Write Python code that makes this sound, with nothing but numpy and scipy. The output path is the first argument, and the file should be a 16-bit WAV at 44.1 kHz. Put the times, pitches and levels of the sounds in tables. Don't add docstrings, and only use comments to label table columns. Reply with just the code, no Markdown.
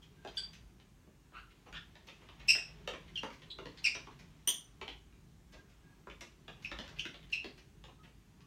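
import sys
import numpy as np
from scipy import signal
from scipy.fft import rfft, irfft, next_fast_len
from scipy.io import wavfile
from scipy.ndimage import uniform_filter1d, map_coordinates

SR = 44100
rng = np.random.default_rng(int(sys.argv[2]) if len(sys.argv) > 2 else 0)


def voltage_ratio(level):
    return 10 ** (np.asarray(level, float) / 20)


def dump_mix(stems):
    frames = np.atleast_2d(stems).T
    limited = np.clip(frames, -1, 1)
    pcm = np.round(limited * 32767).astype(np.int16)
    wavfile.write(sys.argv[1], SR, pcm)


N = 373086
SHORT, LONG = 4096, 8192
TOP_HZ = 15850

# start in seconds, length in seconds, pitch in Hz, glide as a share of the pitch, level in dB.
THIN_CHIRPS = [
    (0.019, .018, 3210, -.04, -55),
    (.37, 0.0049, 3420, -0.012, -26.5),
    (3.156, 0.01, 3150, -.14, -30),
    (6.647, 0.0047, 2620, -0.1, -27.5),
    (3.939, 0.023, 5640, 0.014, -43),
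    (7.329, .013, 4140, -0.063, -46),
]
MID_CHIRPS = [
    (3.173, 0.011, 2767, .016, -30),
    (6.986, 0.006, 2640, 0.098, -37.5),
    (6.993, 0.0056, 2982, -0.084, -26),
    (7.324, 0.02, 2705, -0.13, -25.5),
]
FIRM_CHIRPS = [
    (3.844, .031, 2557, -.24, -22),
    (4.477, 0.0218, 3283, .03, -27),
]
FULL_CHIRPS = [
    (2.482, 0.021, 2611, 0.057, -18),
    (2.496, 0.013, 2787, 0.06, -18.5),
    (3.842, 0.0062, 2620, -.05, -27),
]
# lower edge in Hz, upper edge in Hz.
BANDS = [(210, 500), (480, 1250), (1450, 3750), (4100, 6700), (7500, 14500)]
# time in seconds, rubbing level in dB.
EFFORT = [(0.0, -75), (.42, -59.5), (1.01, -86.5), (1.36, -73), (1.53, -70.5), (2.07, -65.5), (2.54, -59),
          (3.63, -65.5), (3.9, -58.5), (4.29, -66.5), (5.3, -77.5), (5.73, -70), (6.29, -77), (6.86, -52.5),
          (7.16, -68.5), (7.44, -62.5), (7.66, -74.5), (8.46, -74.5)]


def unit(x):
    return x / np.sqrt(np.mean(x ** 2) + 1e-20)


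def along(points, hz):
    f, v = np.transpose(points)
    return np.interp(np.log(hz + 1), np.log(f + 1), v)


def effort_curve():
    s, level_db = np.transpose(EFFORT)
    return np.interp(np.arange(N) / SR, s, level_db)


def wobble(rate, size=N):
    return map_coordinates(rng.standard_normal(size // 8), [np.arange(size) * rate / SR])


def band(x, edges):
    return signal.sosfilt(signal.butter(3, edges, "band", fs=SR, output="sos"), x)


def add(track, s, sound, wet_db):
    # frequency in Hz, decay time to -60 dB in seconds.
    decay_times = [(150, 0.27), (600, 0.29), (2500, 0.3), (6000, 0.32), (12000, 0.25)]
    # delay in seconds, level in dB.
    wall_echoes = [(.0035, -10), (.0078, -5), (.0115, -7), (.015, -6.5), (.021, -14)]
    hz, t, z = signal.stft(rng.standard_normal(SR // 3), SR, nperseg=256)
    z = z * voltage_ratio(-60 * t / along(decay_times, hz)[:, None])
    response = signal.istft(z, SR, nperseg=256)[1]
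    response *= 1 - np.exp(-(np.arange(len(response)) / SR / 0.012) ** 2)
    response *= voltage_ratio(wet_db) / np.linalg.norm(response)
    response[0] = 1
    for delay, db in wall_echoes:
        path_s = delay * (.94 + .12 * rng.random())
        response[round(path_s * SR)] += voltage_ratio(db) * np.sign(rng.standard_normal())
    start = round(s * SR)
    heard = signal.fftconvolve(sound, response)[:N - start]
    heard *= np.linalg.norm(sound) * np.linalg.norm(response) / np.linalg.norm(heard)
    track[start:][:len(heard)] += heard


def slips():
    # start in seconds, length in seconds, pitch in Hz, glide as a share, level in dB.
    shrill_chirps = [
        (4.473, 0.012, 3034, 0.011, -28),
    ]
    split_chirps = [
        (.372, 0.017, 1575, -0.041, -49.5),
    ]
    rasp_chirps = [
        (3.5, .023, 3750, -0.28, -40),
    ]
    scuff_chirps = [
        (1.327, .087, 1341, 0.193, -48),
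    ]
    rough_chirps = [
        (3.77, 0.026, 2100, 0.043, -54.5),
        (1.73, 0.056, 1550, 0.052, -46.5),
    ]
    return [(THIN_CHIRPS, .035, (-28, -33, -50, -50.5, -53, -60)),
            (MID_CHIRPS, .04, (-20, -18, -36, -52, -43, -52)),
            (FIRM_CHIRPS, .045, (-21, -8.0, -22.5, -35, -52, -50)),
            (FULL_CHIRPS, .04, (-21, -2.0, -16, -31, -32.5, -41)),
            (shrill_chirps, .015, (-27, 2.0, 5.5, -4.5, -8.5, -60)),
            (split_chirps, .035, (-17, 0, 19.0, -15, -2.0, -5.5)),
            (rasp_chirps, .11, (-35, -27, -41, -43, -56, -68)),
            (scuff_chirps, .09, (-17, -6.5, -16, -34, -34, -40)),
            (rough_chirps, .14, (-19, 3.5, -11, -21, -45, -50))]


def chirp(length, hz, glide, db, unsteady, partials):
    orders = np.array([1, 1.5, 2, 3, 4, 5, 6])[:, None]
    u = np.arange(SHORT) / SR / length
    pitch = hz * (1 + glide * (u - .5) + unsteady * wobble(700, SHORT))
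    phase = 2 * np.pi * np.cumsum(pitch) / SR
    audible = orders * pitch < TOP_HZ
    stack = voltage_ratio(np.r_[0, partials]) @ (np.sin(orders * phase) * audible)
    stack *= 1 + 2.3 * unsteady * wobble(2000, SHORT)
    grip = np.clip(np.minimum(3.6 * u, 4.0 * (1 - u)), 0, 1)
    uneven = grip * voltage_ratio(2.5 * wobble(350, SHORT))
    grip = uneven * np.linalg.norm(grip) / np.linalg.norm(uneven)
    return voltage_ratio(db - 4.5) * grip * stack


def squeaks():
    out = np.zeros(N)
    for rows, unsteady, partials in slips():
        for s, length, hz, glide, db in rows:
            add(out, s, chirp(length, hz, glide, db, unsteady, partials), wet_db=-2.0)
    return out


def whistles():
    # start in seconds, length in seconds, pitch in Hz, level in dB.
    turns = [
        (0.164, 0.049, 1590, -62),
        (1.664, .03, 5850, -69),
        (5.497, 0.13, 1624, -62.5),
        (5.824, 0.095, 1640, -64),
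        (6.629, 0.064, 5400, -53),
        (6.95, .06, 1620, -66),
        (7.98, 0.046, 1250, -60),
        (8.41, 0.016, 1160, -60.5),
    ]
    out = np.zeros(N)
    for s, length, hz, db in turns:
        u = np.arange(LONG) / SR / length
        tone = np.sin(2 * np.pi * np.cumsum(hz * (1 + 0.014 * wobble(146, LONG))) / SR)
        swell = np.sin(np.pi * np.clip(u, 0, 1))
        add(out, s, voltage_ratio(db - 8 + 3.3 * wobble(65, LONG)) * swell * tone, wet_db=5.5)
    return out


def contacts():
    # start in seconds, slap level in dB, pitch of the sole's ring in Hz,
    # weight (thump over slap) in dB.
    crisp = [(0.2479, -43.5, 1440, 5), (0.2735, -41.5, 3560, -6), (0.798, -54.5, 2740, -9),
             (1.3194, -65, 1420, 7.5), (1.726, -41, 1740, -17), (2.5506, -30.5, 2730, -12.5),
             (2.8747, -29.5, 3100, -5.5), (3.2317, -36, 1610, 2), (4.4737, -31.5, 3110, -10),
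             (6.0698, -53, 1970, 12), (6.8779, -42.5, 1590, -16), (7.8385, -45.5, 3480, -7),
             (8.405, -56, 3930, -15)]
    soft = [(1.953, -46.5, 1866, -7), (2.085, -42, 2920, -16), (2.287, -46, 2820, -3),
            (2.9344, -38, 2260, -2), (3.9492, -33.5, 2590, -8.5), (4.0691, -48.5, 2540, 6),
            (4.1098, -54, 3550, -11), (4.8124, -33.5, 2240, -3.5), (4.8775, -34.5, 3430, -7),
            (5.1248, -59, 2093, -10), (6.098, -41.5, 2140, -21), (6.4794, -38, 2880, -7.5),
            (6.714, -32.5, 1461, -8), (7.1416, -40.5, 2840, -8), (7.227, -51, 2550, -21),
            (7.8817, -53, 2760, 3), (3.585, -41, 2520, 2.8)]
    flat = [
        (1.0724, -73.5, 1570, 18),
        (3.3027, -43.5, 1550, -19),
        (3.6554, -39.5, 3960, 0),
        (6.787, -34.5, 3530, -5.5),
        (7.0524, -33, 2140, -7),
        (7.4428, -36.5, 4200, -2.5),
    ]
    # start in seconds, length in seconds, slap level in dB, weight in dB.
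    gritty = [(.021, .06, -72.5, -12), (.344, 0.024, -70.5, -7), (.53, 0.028, -62.5, -28),
              (2.068, 0.044, -63, -2), (3.33, 0.024, -66, -12), (4.188, .042, -66, -5),
              (5.519, 0.0706, -65, 1), (5.692, 0.054, -75.5, -11), (6.207, 0.024, -55.5, -4.5),
              (6.621, 0.03, -66, -16), (7.299, 0.0172, -70, -31), (7.574, 0.0374, -66.5, -4)]
    smooth = [
        (1.499, .059, -71, -19),
        (1.655, 0.061, -69, 4.5),
        (2.209, 0.055, -69.5, -1),
        (2.395, .033, -61.5, -10),
        (2.684, 0.021, -70, -7),
        (3.077, .031, -65.5, -18.5),
        (3.417, 0.028, -62, -12),
        (6.96, 0.034, -64.5, -28),
        (8.028, 0.063, -66, -8),
    ]

    def struck(rows, length, thump_db, knock_db, grit_db):
        return [(s, length, db - 17, hz, weight + thump_db, knock_db, grit_db) for s, db, hz, weight in rows]

    def dragged(rows, knock_db, grit_db):
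        return [(s, length, db, 2399, weight, knock_db, grit_db) for s, length, db, weight in rows]

    scraping = THIN_CHIRPS + MID_CHIRPS + FIRM_CHIRPS + FULL_CHIRPS
    skids = [(s - .008, 0.064, db - 36.5, -17) for s, _, _, _, db in scraping]
    return (struck(crisp, .009, thump_db=2.5, knock_db=2.55, grit_db=-10.5)
            + struck(soft, .012, thump_db=1.0, knock_db=1.4, grit_db=-19)
            + struck(flat, 0.0089, thump_db=5.5, knock_db=-8.5, grit_db=-13)
            + dragged(gritty, knock_db=-0.2, grit_db=-3)
            + dragged(smooth, knock_db=4.5, grit_db=-13)
            + dragged(skids, knock_db=2.5, grit_db=0.0))


def taps():
    out, t = np.zeros(N), np.arange(SHORT) / SR
    ring_width = 1.25
    slowness = (2.3, 1.7, 1, 0.92, 0.26, 1.44)
    for s, length, slap_db, ring_hz, weight_db, knock_db, grit_db in contacts():
        thump_db = slap_db + weight_db
        fizz_db = slap_db + grit_db - 14
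        levels_db = [thump_db, thump_db + knock_db, slap_db, slap_db + grit_db, fizz_db, slap_db - 2.5]
        ring = (ring_hz / ring_width, ring_hz * ring_width)
        blow = np.zeros(SHORT)
        for edges, level_db, slower in zip([*BANDS, ring], levels_db, slowness):
            u = t / (0.086 * slower * length + 1e-5)
            patch = np.array(edges) * voltage_ratio(.3 * rng.standard_normal())
            part = band(rng.standard_normal(SHORT) * u ** 2 * np.exp(-u), patch)
            blow += voltage_ratio(level_db + 29) * part / np.linalg.norm(part)
        add(out, s, blow, wet_db=0.76)
    return out


def grains(edges):
    grain_db = 0.83 * wobble(40) + 0.87 * wobble(400)
    return unit(band(voltage_ratio(grain_db) * rng.standard_normal(N), edges))


def brush():
    dull, rub, hiss = [grains(edges) for edges in BANDS[1:4]]
    return voltage_ratio(effort_curve() - 8) * (rub + voltage_ratio(-3) * dull + voltage_ratio(-12) * hiss)


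def rush(spectrum, patchy_db):
    hz, _, z = signal.stft(rng.standard_normal(N), SR, nperseg=8192)
    field = uniform_filter1d(rng.standard_normal(z.shape), size=40, axis=0)
    field = uniform_filter1d(field, size=2, axis=1)
    z = z * voltage_ratio(patchy_db * unit(field) + along(spectrum, hz)[:, None])
    return unit(signal.istft(z, nperseg=8192)[1][:N])


def air():
    # frequency in Hz, density in dB per Hz.
    air_spectrum = [(22, -72), (36, -13.5), (48, -4.5), (75, -8.5), (160, -11), (300, -16.5), (430, -25),
                    (500, -29), (1000, -28.5), (2500, -33.5), (5000, -37.5), (6500, -36), (10500, -44),
                    (16000, -46)]
    stir_spectrum = [(22, -59), (36, -22.5), (44, -0.5), (53, 1.5), (66, -12.5), (110, -13.5), (155, -6.5),
                     (260, -23.5), (420, -18.5), (500, -42.5), (900, -92.5)]
    effort_db = effort_curve()
    gusts_db = 1.5 * wobble(3) + 2.5 * wobble(8)
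    stir_db = -61.5 + 0.43 * (effort_db - effort_db.mean()) + gusts_db
    stir = voltage_ratio(stir_db) * rush(stir_spectrum, patchy_db=2.0)
    return voltage_ratio(-64) * rush(air_spectrum, patchy_db=1.6) + stir


def scene():
    return (squeaks() + whistles() + taps() + brush() + air())[None]


def low_pass(x):
    return signal.sosfilt(signal.butter(12, 16790, fs=SR, output="sos"), x)


def record(dry):
    size = next_fast_len(N)
    passed = np.fft.rfftfreq(size, 1 / SR) < TOP_HZ
    kept = irfft(rfft(dry, size) * passed, size)[:, :N]
    return low_pass(kept)


dry = scene()
out = record(dry)
dump_mix(out)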